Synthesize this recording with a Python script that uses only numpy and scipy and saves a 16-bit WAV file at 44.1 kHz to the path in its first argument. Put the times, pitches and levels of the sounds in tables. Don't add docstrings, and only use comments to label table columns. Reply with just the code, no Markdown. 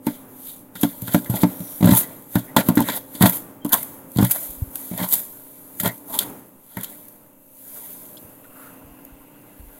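import sys
import numpy as np
from scipy import signal
from scipy.fft import rfft, irfft, next_fast_len
from scipy.io import wavfile
from scipy.ndimage import uniform_filter1d

SR = 44100
rng = np.random.default_rng(int(sys.argv[2]) if len(sys.argv) > 2 else 0)


def persist_wave(psi):
    counts = np.round(np.clip(psi, -1, 1) * 32767).astype(np.int16)
    wavfile.write(sys.argv[1], SR, np.atleast_2d(counts).T)


def amplitude_ratio(level_db):
    exponent = np.asarray(level_db, float) / 20
    return 10 ** exponent


N = 431719

# centre in Hz, width in Hz, level in dB.
BLADE_HIGH = [(415, 45, -0.5), (592.6, 76, 5), (693, 166, 0.5), (891, 154, 3), (993, 282, -0.5),
              (1378, 91, 0), (1760, 200, -2), (1910, 270, 0), (2196, 680, -15)]


def knocks():
    # frequency in Hz, level in dB.
    blade_low = [(122, 7), (182, 2.5), (236, -0.5), (287, 2.5)]
    out = np.zeros(N + SR)
    t = np.arange(SR // 6) / SR
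    for s, db, upper_db, low_hz, upper_hz in blows():
        push = amplitude_ratio(db - 60 * t / 0.042) * np.sin(2 * np.pi * np.sqrt(205 * low_hz) * t)
        body = amplitude_ratio(db - 4.5 - 60 * t / 0.13) * ring(blade_low, low_hz, narrow_db=16.0, t=t)
        edge = amplitude_ratio(db + upper_db - 11.0 - 60 * t / 0.065) * ring(BLADE_HIGH, upper_hz, narrow_db=21, t=t)
        soft_start = 1 - np.exp(-t / 0.0018)
        sharp_start = 1 - np.exp(-t / 0.00024)
        out[round(s * SR):][:len(t)] -= (push + body) * soft_start + edge * sharp_start
    return out[:N]


def blows():
    # start in seconds, peak in dB, upper modes in dB, favoured low mode in Hz,
    # favoured upper mode in Hz.
    first_blows = [(0.068, -7.5, -6, 260, 880), (0.754, -30, -3, 170, 905), (0.8335, -3, -4.5, 265, 610),
                   (1.023, -20, -24, 123, 630), (1.08, -22.5, -2, 150, 930), (1.1452, -0.5, -4, 213, 670),
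                   (1.297, -9, -23, 127, 700), (1.339, -14.5, -6.5, 178, 890), (1.4334, -0.5, -6, 210, 725),
                   (1.6038, -17.5, -16, 180, 560), (1.8075, -10.5, -16, 205, 640),
                   (2.3556, -2, -13.5, 194, 800), (2.5653, -3, 6, 226, 945), (2.6874, -1.5, -9, 211, 900),
                   (2.772, -1.5, -10, 265, 850), (2.886, -20.5, 7, 274, 990), (3.149, -29, -8, 258, 700),
                   (3.2097, -2.5, -7.5, 180, 630), (3.6495, -12.5, -7.5, 280, 724),
                   (3.7309, -18.5, 7.5, 293, 930), (4.1618, -11.5, -24, 136, 900),
                   (4.913, -18.5, -12, 183, 596), (4.998, -21, 1, 196, 775), (5.8047, -25, -2, 178, 700),
                   (6.7694, -20.5, 0.5, 184, 900)]
    chatter = [(1.8269, -0.5, -11.5, 190, 680), (1.8434, -1.5, -6, 175, 666), (1.8544, -3.5, -21, 177, 800),
               (1.8726, -4.5, -2.5, 205, 650), (1.8902, -0.5, -11, 233, 600), (1.9111, -6, -14, 150, 670),
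               (1.921, -3.5, -9, 144, 670), (1.935, -10, -3, 141, 900), (2.7912, -7, -3, 238, 856),
               (2.8044, -5, -8, 213, 790), (3.228, -4, -12, 188, 720), (3.237, -3, -4, 185, 720),
               (3.2576, -6.5, 3, 190, 730), (3.276, -15.5, -11, 194, 720), (4.186, -1.5, -10.5, 188, 940),
               (4.2057, -3, -23, 168, 650), (4.2254, 0, -14, 151, 600), (4.241, -22, 8.5, 151, 820),
               (4.935, -21, -7, 182, 596), (5.0142, -18, -5, 175, 635), (5.0249, -31, -4, 178, 640),
               (5.0371, -23, 6, 180, 800), (5.8329, -17.5, -4, 186, 960), (5.8595, -11, 4, 183, 800),
               (5.8776, -17.5, -6, 188, 900)]
    return sorted([*first_blows, *chatter], key=lambda row: row[0])


def ring(modes, spot_hz, narrow_db, t):
    hz, db = np.array(modes)[:, 0], np.array(modes)[:, -1]
    scatter_db = 2.5 * rng.standard_normal(len(hz))
    detune = 1 + 0.015 * rng.standard_normal(len(hz))
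    db = db - narrow_db * np.abs(np.log2(hz / spot_hz)) + scatter_db
    return amplitude_ratio(db) @ np.sin(2 * np.pi * np.outer(hz * detune, t))


def slide():
    # frequency in Hz, gain in dB.
    hiss_colour = [(3240, -25), (5500, -27), (6340, -19.5), (8750, -15), (9860, -9.5), (10900, -7),
                   (11700, -6), (12600, -2), (13600, -5.5), (14600, -8.5), (15700, -11.5), (16300, -19),
                   (16500, -59.5)]
    # centre in Hz, width in Hz, level in dB.
    grit_modes = [(3297, 484, 1), (3846, 620, -0.5), (4500, 970, -8.5), (5400, 1700, -36.5),
                  (7100, 2200, -15.5)]
    power = strokes()
    force = np.clip((10 * np.log10(power[1]) + 62) / 18, 0, 1)
    clump_db = force * (2.1 * wobble(45) + 0.82 * wobble(140))
    coarse_db = force * 3.5 * wobble(80)
    hiss = power[0] * amplitude_ratio(clump_db) ** 2
    grit, rattle, rasp = power[1:] * amplitude_ratio(clump_db + coarse_db) ** 2
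    add_bursts(hiss, grit, rattle, rasp)

    fizz = patchy(grainy(rate=2300, spread_db=6.5, share=0.33), depth_db=1.7)
    fizz = filtered(fizz, colour(hiss_colour))
    grind = patchy(grainy(rate=900, spread_db=3.0, share=0.24), depth_db=1.56)
    grind = filtered(grind, lambda hz: resonant(grit_modes)(hz) * highpass(hz, 2900) ** 3)
    drag = patchy(grainy(rate=600, spread_db=15.0, share=0.17), depth_db=3.0)
    scoop = filtered(drag, resonant([(170, 82, 3.2), (265, 82, 0.35), *BLADE_HIGH[:5]]))
    lip = filtered(drag, lambda hz: resonant(BLADE_HIGH[5:])(hz) * highpass(hz, 1100))
    shake = np.sqrt(rattle) * unit(scoop) + np.sqrt(rasp) * unit(lip)
    return np.sqrt(hiss) * unit(fizz) + np.sqrt(grit) * unit(grind) + shake


def add_bursts(hiss, grit, rattle, rasp):
    # start in seconds, peak in dB, grit re peak in dB, T60 in seconds.
    cracks = [(0.0662, -10.5, -39.5, 0.054), (0.754, -20.5, -10.5, 0.092), (0.8106, -7.5, -26, 0.09),
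              (0.8324, 0.5, -10.5, 0.019), (1.019, -10.5, -42, 0.04), (1.1453, -1, -17, 0.029),
              (1.259, -24, -14, 0.074), (1.298, -12.5, -20, 0.1), (1.3566, -8.5, -21.5, 0.058),
              (1.8263, -19.5, -34, 0.096), (1.904, -16, -7, 0.3), (2.3541, -3.5, -13.5, 0.028),
              (2.564, -0.5, -7, 0.074), (2.6863, 0, -17, 0.028), (2.753, -12, -27, 0.17),
              (2.8849, -28, -13, 0.068), (3.207, -10.5, -21.5, 0.11), (3.22, -4.5, -13, 0.073),
              (3.2568, -1.5, -19.5, 0.17), (3.6475, -8.5, -29.5, 0.013), (3.72, -7.5, -29.5, 0.16),
              (3.7243, 1.5, -19, 0.099), (4.1713, -5.5, -14.5, 0.023), (4.246, -9, -18.5, 0.084),
              (4.3095, 5, -36.5, 0.053), (4.314, 4, -32.5, 0.051), (4.7557, -1.5, -24, 0.018),
              (5.1245, -4, -19, 0.12), (5.799, -4, -15.5, 0.068), (6.1892, 8, -7, 0.02),
              (6.769, -16, -26, 0.04), (8.441, -43, -10, 0.062), (9.0506, -14.5, -44, 0.0086)]
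    # start in seconds, level in dB, T60 in seconds.
    nicks = [(0.757, -39, 0.07), (1.079, -33, .06), (1.1453, -17, 0.036), (1.258, -38.5, 0.065),
             (1.367, -33.5, 0.056), (1.436, -39, 0.029), (1.8555, -34, 0.045), (1.874, -29.5, .08),
             (1.935, -30, .08), (2.356, -29, .08), (2.772, -25.5, 0.16), (4.187, -28, 0.046),
             (4.248, -27, 0.056), (5.138, -34, 0.019), (5.799, -31, 0.061), (6.769, -31, 0.081),
             (8.442, -47, 0.063)]
    # start in seconds, hiss in dB, grit in dB.
    ticks = [(0.0898, -34.0, -56), (1.0726, -26, -47.0), (1.079, -22, -32.5), (1.1374, -16, -39.0),
             (1.2452, -28, -45), (1.308, -30.0, -50.0), (1.3639, -23.0, -33), (1.4173, -21, -37),
             (1.4268, -33, -42), (1.4342, -26.0, -49), (1.5086, -46, -64), (1.604, -39.0, -44),
             (1.7889, -37, -56.0), (1.8094, -31, -39), (1.8293, -29.0, -36), (1.8448, -27.0, -39),
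             (1.856, -14, -40), (1.8742, -33, -33), (1.882, -27, -31), (1.8907, -18, -27),
             (1.9084, -13, -37), (1.9136, -24, -23), (1.95, -8.5, -33), (1.958, -16, -30),
             (1.977, -11.0, -36.0), (1.985, -19, -33), (2.0309, -28, -46.0), (2.2224, -39.0, -68.0),
             (2.3656, -35.0, -39.0), (2.3846, -28.0, -57), (2.3931, -27, -54), (2.5685, -28, -18.5),
             (2.5886, -19, -34.0), (2.598, -20.0, -36.0), (2.6041, -19.0, -38), (2.7712, -26, -33),
             (2.7777, -26, -26), (2.804, -17, -39), (2.8151, -22, -33), (2.823, -29, -29),
             (2.878, -32.0, -36), (2.8859, -25.0, -26), (2.8984, -26, -22), (2.919, -26, -28)]
    # start in seconds, hiss in dB, grit in dB.
    late_ticks = [(3.1513, -26, -38), (3.1758, -37, -51.0), (3.2235, -6.5, -16), (3.2576, -12, -33),
                  (3.2643, -24, -18), (3.2711, -23, -39), (3.2955, -11, -39.0), (3.306, -17, -51),
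                  (3.3419, -32, -60), (3.3688, -22, -46), (3.6517, -26, -43.0), (3.6617, -27, -49.0),
                  (3.692, -25, -41), (3.6996, -32.0, -53.0), (3.731, -4, -16), (3.739, -2.5, -30),
                  (3.7485, -29, -35), (3.8295, -19, -58), (4.1171, -33, -65.0), (4.1595, -29, -42),
                  (4.185, -26, -29), (4.2124, -25, -35), (4.2286, -16, -40), (4.248, -15, -29),
                  (4.2663, -22, -36), (4.3192, -24, -36.0), (4.5067, -25, -58.0), (4.5497, -34, -62.0),
                  (4.7607, -31.0, -52.0), (4.7766, -33, -56.0), (4.9762, -21, -41), (4.983, -35, -33),
                  (5.0021, -27, -36), (5.0306, -31.0, -29), (5.038, -40, -34.0), (5.0875, -20, -44),
                  (5.117, -21.0, -30), (5.1254, -11.5, -33), (5.1318, -8, -41), (5.1378, -4, -40),
                  (5.8068, -32, -34), (5.8337, -15, -48.0), (5.858, -17, -25), (5.8682, -23.0, -39),
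                  (5.876, -16, -39.0), (5.8866, -26, -45.0), (5.9784, -33, -67), (6.151, -25.5, -38.0),
                  (6.1954, -33, -32), (6.2009, -25.5, -28), (6.231, -25, -36), (6.2982, -35, -59.0),
                  (6.7884, -34.5, -60), (6.81, -26, -56), (6.833, -16.5, -45), (6.8434, -21, -29.5),
                  (7.0824, -33.5, -64.0), (8.0537, -36.0, -53), (8.1694, -48.0, -45), (8.177, -55, -44)]
    crack_rise_s, tick_rise_s = 0.00054, 0.0011
    for s, db, rel_db, t60_s in cracks:
        add(hiss, s, db - 13.5, t60_s, crack_rise_s)
        add(grit, s, db + rel_db - 7.5, t60_s, crack_rise_s)
    for s, db, t60_s in nicks:
        add(rasp, s, db, t60_s, crack_rise_s)
    for s, hiss_db, grit_db in [*ticks, *late_ticks]:
        add(hiss, s, hiss_db + 1, 0.023, tick_rise_s)
        add(grit, s, grit_db + 1.5, 0.036, tick_rise_s)
    for s, db, upper_db, *_ in blows():
        add(hiss, s, db - 39, t60_s=0.014)
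        add(grit, s, db + upper_db - 22, t60_s=0.046)
        add(rasp, s, db + upper_db - 23, t60_s=0.048)
        add(rattle, s, db + upper_db / 2 - 15.5, t60_s=0.12)


def add(power, s, db, t60_s, rise_s=0.00014):
    part = power[round(s * SR):][:int(t60_s * SR)]
    t = np.arange(len(part)) / SR
    part += amplitude_ratio(db - 60 * t / t60_s) ** 2 * (1 - np.exp(-t / rise_s))


def strokes():
    # peak in seconds, hiss in dB, rise in seconds, fall in seconds,
    # drag on the blade in dB; rise and fall span 20 dB or more.
    scrapes = [(.082, -39.5, 0.066, 0.16, -6), (.5, -37, 0.28, 0.16, -44), (.771, -42, 0.042, 0.43, -18),
               (.833, -32, 0.06, 0.11, -8.5), (1.13, -31.5, 0.21, 0.14, -9.5),
               (1.354, -38.5, 0.13, 0.33, -2.5), (1.432, -24.5, 0.11, 0.011, -32),
               (1.86, -29.5, 0.033, 0.26, -2), (2.37, -37.5, 0.09, 0.12, -2.5),
               (2.579, -29.5, 0.0096, 0.097, 3.5), (2.691, -30, 0.094, 0.055, -11),
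               (2.786, -51, 0.17, 1, -11), (2.895, -28, 0.14, 0.13, -2.5), (3.16, -34, 0.036, 0.03, -12.5),
               (3.22, -23, 0.017, 0.094, 3), (3.278, -31, 0.22, 0.13, -1), (3.652, -52, .012, .3, -16),
               (3.735, -21.5, 0.02, 0.081, -6), (4.21, -35.5, 0.11, 0.24, -0.5),
               (5.025, -32, 0.21, 0.086, -2.5), (5.864, -29.5, 0.091, 0.057, 4),
               (6.144, -26.5, 0.075, 0.07, -11.5), (6.206, -30, 0.12, 0.089, -10.5),
               (6.844, -40.5, 0.31, 0.12, -3.5)]
    spills = [(1.776, -36, 0.92, 0.27, -15), (1.975, -14, 0.073, 0.065, -17.5),
              (2.337, -36, 0.068, 0.11, -24), (2.963, -27, 0.039, 0.04, -11), (3.355, -25, 0.13, 0.07, -37),
              (3.69, -38.5, 0.036, 0.11, -9), (4.158, -50, 0.047, .3, -26), (4.34, -26, 0.2, 0.31, -14.5),
              (4.772, -35.5, 0.099, 1.2, -16), (4.966, -47, 0.25, 1.6, -7),
              (5.136, -20.5, 0.075, 0.13, -16.5), (5.76, -46.5, 0.71, 0.13, -46.5),
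              (5.812, -32, 0.055, 0.067, -25), (6.76, -70, 0.71, .1, -22), (7.775, -36.5, 0.36, 0.81, -12),
              (8.62, -45.5, 0.23, 0.35, -4), (9.1, -54, 3.1, 3, 0.5), (9.78, -50, 0.8, .8, -2)]
    # peak in seconds, hiss in dB, fall in seconds.
    trickle_rows = [(.15, -47, 0.18), (.86, -43, 0.42), (1.19, -41, 0.42), (1.498, -80, 0.35),
                    (2.07, -42, 0.42), (2.45, -45, 0.25), (3.0, -73, 0.048), (3.42, -45.5, 0.26),
                    (3.78, -32, 0.26), (4.6, -49, 1), (5.26, -53, 0.21), (5.91, -40, 0.2),
                    (6.27, -43, 0.35), (6.9, -42, 0.51)]
    rise_s, trickle_drag_db = 0.033, -8.5
    trickles = [(s, db, rise_s, fall, trickle_drag_db) for s, db, fall in trickle_rows]
    power = 1e-9
    # movements, grit re hiss in dB, lip re scoop in dB
    for rows, grit_db, lip_db in [(scrapes, -6.5, -5.5), (spills, -20.5, -12.5), (trickles, -21, -12.5)]:
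        for s, db, rise, fall, drag_db in rows:
            share_db = np.array([0, grit_db + 0.15 * drag_db, drag_db, drag_db + lip_db])
            contact = swell(s, 0.53 * rise, 0.84 * fall)
            shapes = np.array([swell(s, rise, fall), contact, contact, contact])
            power = power + amplitude_ratio(db + share_db[:, None]) ** 2 * shapes
    return np.array([sampled(row) for row in power])


def swell(s, rise_s, fall_s):
    t = np.arange(N * 1000 // SR + 2) / 1000 - s
    distance = np.where(t < 0, -t / rise_s, t / fall_s)
    return amplitude_ratio(-40 * distance ** 1.14)


def sampled(power):
    return np.interp(np.arange(N) * 1000 / SR, np.arange(len(power)), power)


def scuffs():
    # peak in seconds, level in dB, rise and fall in seconds, hollow in Hz, width over pitch.
    scuff_rows = [(1.68, -54, .25, 5800, .12), (1.68, -60, 0.29, 3700, 0.22),
                  (1.962, -28, 0.055, 900, 0.14), (2.9, -31.5, 0.054, 1900, .4),
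                  (1.975, -31.5, 0.066, 268, 0.28), (2.495, -49, .04, 1890, .2),
                  (3.743, -20.5, 0.031, 950, .35), (3.74, -27, 0.032, 1520, 0.27),
                  (5.02, -45, 0.1, 880, 0.19), (6.11, -41, 0.027, 640, 0.17),
                  (6.145, -32.5, 0.055, 930, 0.2), (8.63, -48, 0.19, 1300, 0.44)]
    rub = amplitude_ratio(2.3 * wobble(70)) * rng.standard_normal(N)
    out = np.zeros(N)
    for s, db, length_s, hz, rel_width in scuff_rows:
        near = slice(round((s - 2 * length_s) * SR), round((s + 2 * length_s) * SR))
        b, a = signal.iirpeak(hz, 1 / rel_width, SR)
        hollow = signal.lfilter(b, a, signal.lfilter(b, a, rub[near]))
        envelope = np.sqrt(sampled(swell(s, length_s, length_s))[near])
        out[near] += amplitude_ratio(db) * envelope * unit(hollow)
    return out


def squeaks():
    # start in seconds, level in dB, start pitch in Hz, length in seconds, end pitch in Hz.
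    squeak_rows = [
        (3.61, -51, 3170, 0.04, 3200),
        (8.168, -41, 2930, 0.008, 3660),
        (8.174, -47, 5560, 0.0093, 4500),
        (8.444, -48, 1490, 0.022, 1400),
    ]
    out = np.zeros(N)
    for s, db, hz, length_s, end_hz in squeak_rows:
        pitch_hz = np.linspace(hz, end_hz, int(length_s * SR))
        tone = np.sin(2 * np.pi * np.cumsum(pitch_hz) / SR)
        out[round(s * SR):][:len(tone)] += amplitude_ratio(db) * tone * np.sqrt(np.hanning(len(tone)))
    return out


def yard():
    # time in seconds, level in dB.
    yard_level = [(0, -48.5), (.7, -54.5), (1.4, -40), (1.75, -50.5), (2.0, -43), (2.3, -53), (2.7, -39),
                  (3.1, -50.5), (3.35, -43.5), (3.6, -52), (4.0, -49), (5.5, -53), (6.3, -48), (6.7, -62.5),
                  (6.95, -53.5), (7.45, -59.5), (8.15, -51.5), (9.79, -56)]
    # time in seconds, speed in Hz.
    idle = [(0, 28.69), (2, 29.44), (5, 29.75), (9.79, 29.53)]
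    # multiple of shaft speed, level in dB.
    orders = [(4, -4), (6, -10), (7, -7.5), (8, -23), (9, 3.5), (10, 1), (12, -8.5), (13, -20), (14, -8.5),
              (16, -9), (17, -9), (18, -6), (20, -7.5), (21, -6.5), (26, -33), (30, -12), (32, -33),
              (34, -18)]
    # frequency in Hz, gain in dB.
    street_colour = [(18, -32.5), (30, 4), (48, -6.5), (145, -1.5), (273, -2), (336, -6), (616, -17.5),
                     (801, -10.5), (2830, -30.5), (4300, -41), (6550, -36), (13000, -32), (16000, -22.5)]
    level_db, = curves(yard_level)
    shaft = 2 * np.pi * np.cumsum(curves(idle)[0]) / SR
    hum = 0
    for k, db in orders:
        phase = 1.16 * wobble(12) + 2 * np.pi * rng.random()
        hum = hum + amplitude_ratio(db + 2.95 * wobble(3.2)) * np.sin(k * shaft + phase)
    street = unit(filtered(rng.standard_normal(N), colour(street_colour)))
    near = amplitude_ratio(level_db) * (amplitude_ratio(-1.5) * hum + amplitude_ratio(2.5 + 3.0 * wobble(4.0)) * street)
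    tyres_db, = curves([(0, -89), (8.1, -76), (8.5, -65.5), (9.3, -66.5), (9.79, -72)])
    tyres = unit(filtered(rng.standard_normal(N), lambda hz: resonant([(2700, 500, 0)])(hz) ** 2))
    return near + amplitude_ratio(tyres_db + 0.62 * wobble(4.0)) * tyres


def wind():
    # start in seconds, peak in dB, swing in Hz.
    eddies = [(4.49, -34, 50), (4.572, -36, 47.7), (4.62, -11.5, 91), (4.672, -33, 68), (8.245, -39, 100),
              (8.842, -38, 87), (8.875, -45, 35.2), (8.911, -42, 55.3), (9.05, -54, 30), (9.12, -37, 48.4),
              (9.19, -49, 35), (9.595, -32, 66), (9.625, -35, 50.5), (9.665, -36, 42), (9.71, -46, 25)]
    # frequency in Hz, gain in dB.
    gust_colour = [(15, 21), (40, -29), (90, -11.5), (200, -53)]
    flutter = unit(filtered(rng.standard_normal(N), colour(gust_colour)))
    out = amplitude_ratio(-64.0 + 2.7 * wobble(15)) * flutter
    cycles = 1.9
    for s, db, hz in eddies:
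        u = np.arange(int(cycles / hz * SR)) * hz / SR
        envelope = 3 * u * np.exp(-1.3 * u) * np.cos(np.pi * u / 2 / cycles)
        swing = amplitude_ratio(db) * np.sin(2 * np.pi * u ** 0.89) * envelope
        part = out[round(s * SR):][:len(u)]
        part -= swing[:len(part)]
    return out


def unit(x):
    return x / np.sqrt(np.mean(x ** 2) + 1e-20)


def curves(rows):
    s, *cols = np.transpose(rows)
    return [np.interp(np.arange(N) / SR, s, c) for c in cols]


def wobble(rate):
    knots = rng.standard_normal(int(N * rate / SR) + 2)
    return np.interp(np.arange(N) * rate / SR, np.arange(len(knots)), knots)


def grainy(rate, spread_db, share):
    ticks = (rng.random(N) < rate / SR) * rng.standard_normal(N) * amplitude_ratio(spread_db * rng.random(N))
    return np.sqrt(1 - share) * rng.standard_normal(N) + np.sqrt(share) * unit(ticks)


def patchy(x, depth_db):
    z = signal.stft(x, nperseg=512)[2]
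    field = uniform_filter1d(rng.standard_normal(z.shape), size=5, axis=0)
    field = uniform_filter1d(field, size=8, axis=1)
    return signal.istft(z * amplitude_ratio(depth_db * unit(field)), nperseg=512)[1][:N]


def filtered(x, response):
    m = next_fast_len(N + SR // 2)
    return irfft(rfft(x, m) * response(np.fft.rfftfreq(m, 1 / SR)), m)[..., :N]


def colour(points):
    f, db = np.transpose(points)
    return lambda hz: amplitude_ratio(np.interp(np.log(hz + 1), np.log(f + 1), db))


def highpass(hz, corner_hz):
    return 1j * hz / (corner_hz + 1j * hz)


def resonant(modes):
    def response(f):
        total = 0
        for k, (c, w, db) in enumerate(modes):
            total = total + (-1) ** k * amplitude_ratio(db) * 1j * f * w / (c * c - f * f + 1j * f * w)
        return total
    return response


def steps(hz):
    # centre in Hz, width in Hz, share cancelled from 0 to 1.
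    hollows = [(363.5, 68, 0.38), (2710, 360, 0.32), (5420, 930, 0.2)]
    notches = [1 - share * resonant([(centre_hz, width_hz, 0)])(hz) for centre_hz, width_hz, share in hollows]
    return np.prod(notches, axis=0)


def scene():
    shovel = filtered(knocks() + slide(), steps)
    far = shovel + squeaks() + yard() + scuffs()
    return (filtered(far, lambda hz: highpass(hz, 75) ** 3) + wind())[None]


def roll_off(x):
    return signal.sosfilt(signal.butter(12, 16690, fs=SR, output="sos"), x)


def record(dry):
    top_hz = 15900
    clipped = dry / (1 + np.abs(dry / .92) ** 6) ** (1 / 6)
    narrow = filtered(clipped, lambda hz: np.where(hz < top_hz, 1, amplitude_ratio(-38.5)))
    return roll_off(narrow)


dry = scene()
out = record(dry)
persist_wave(out)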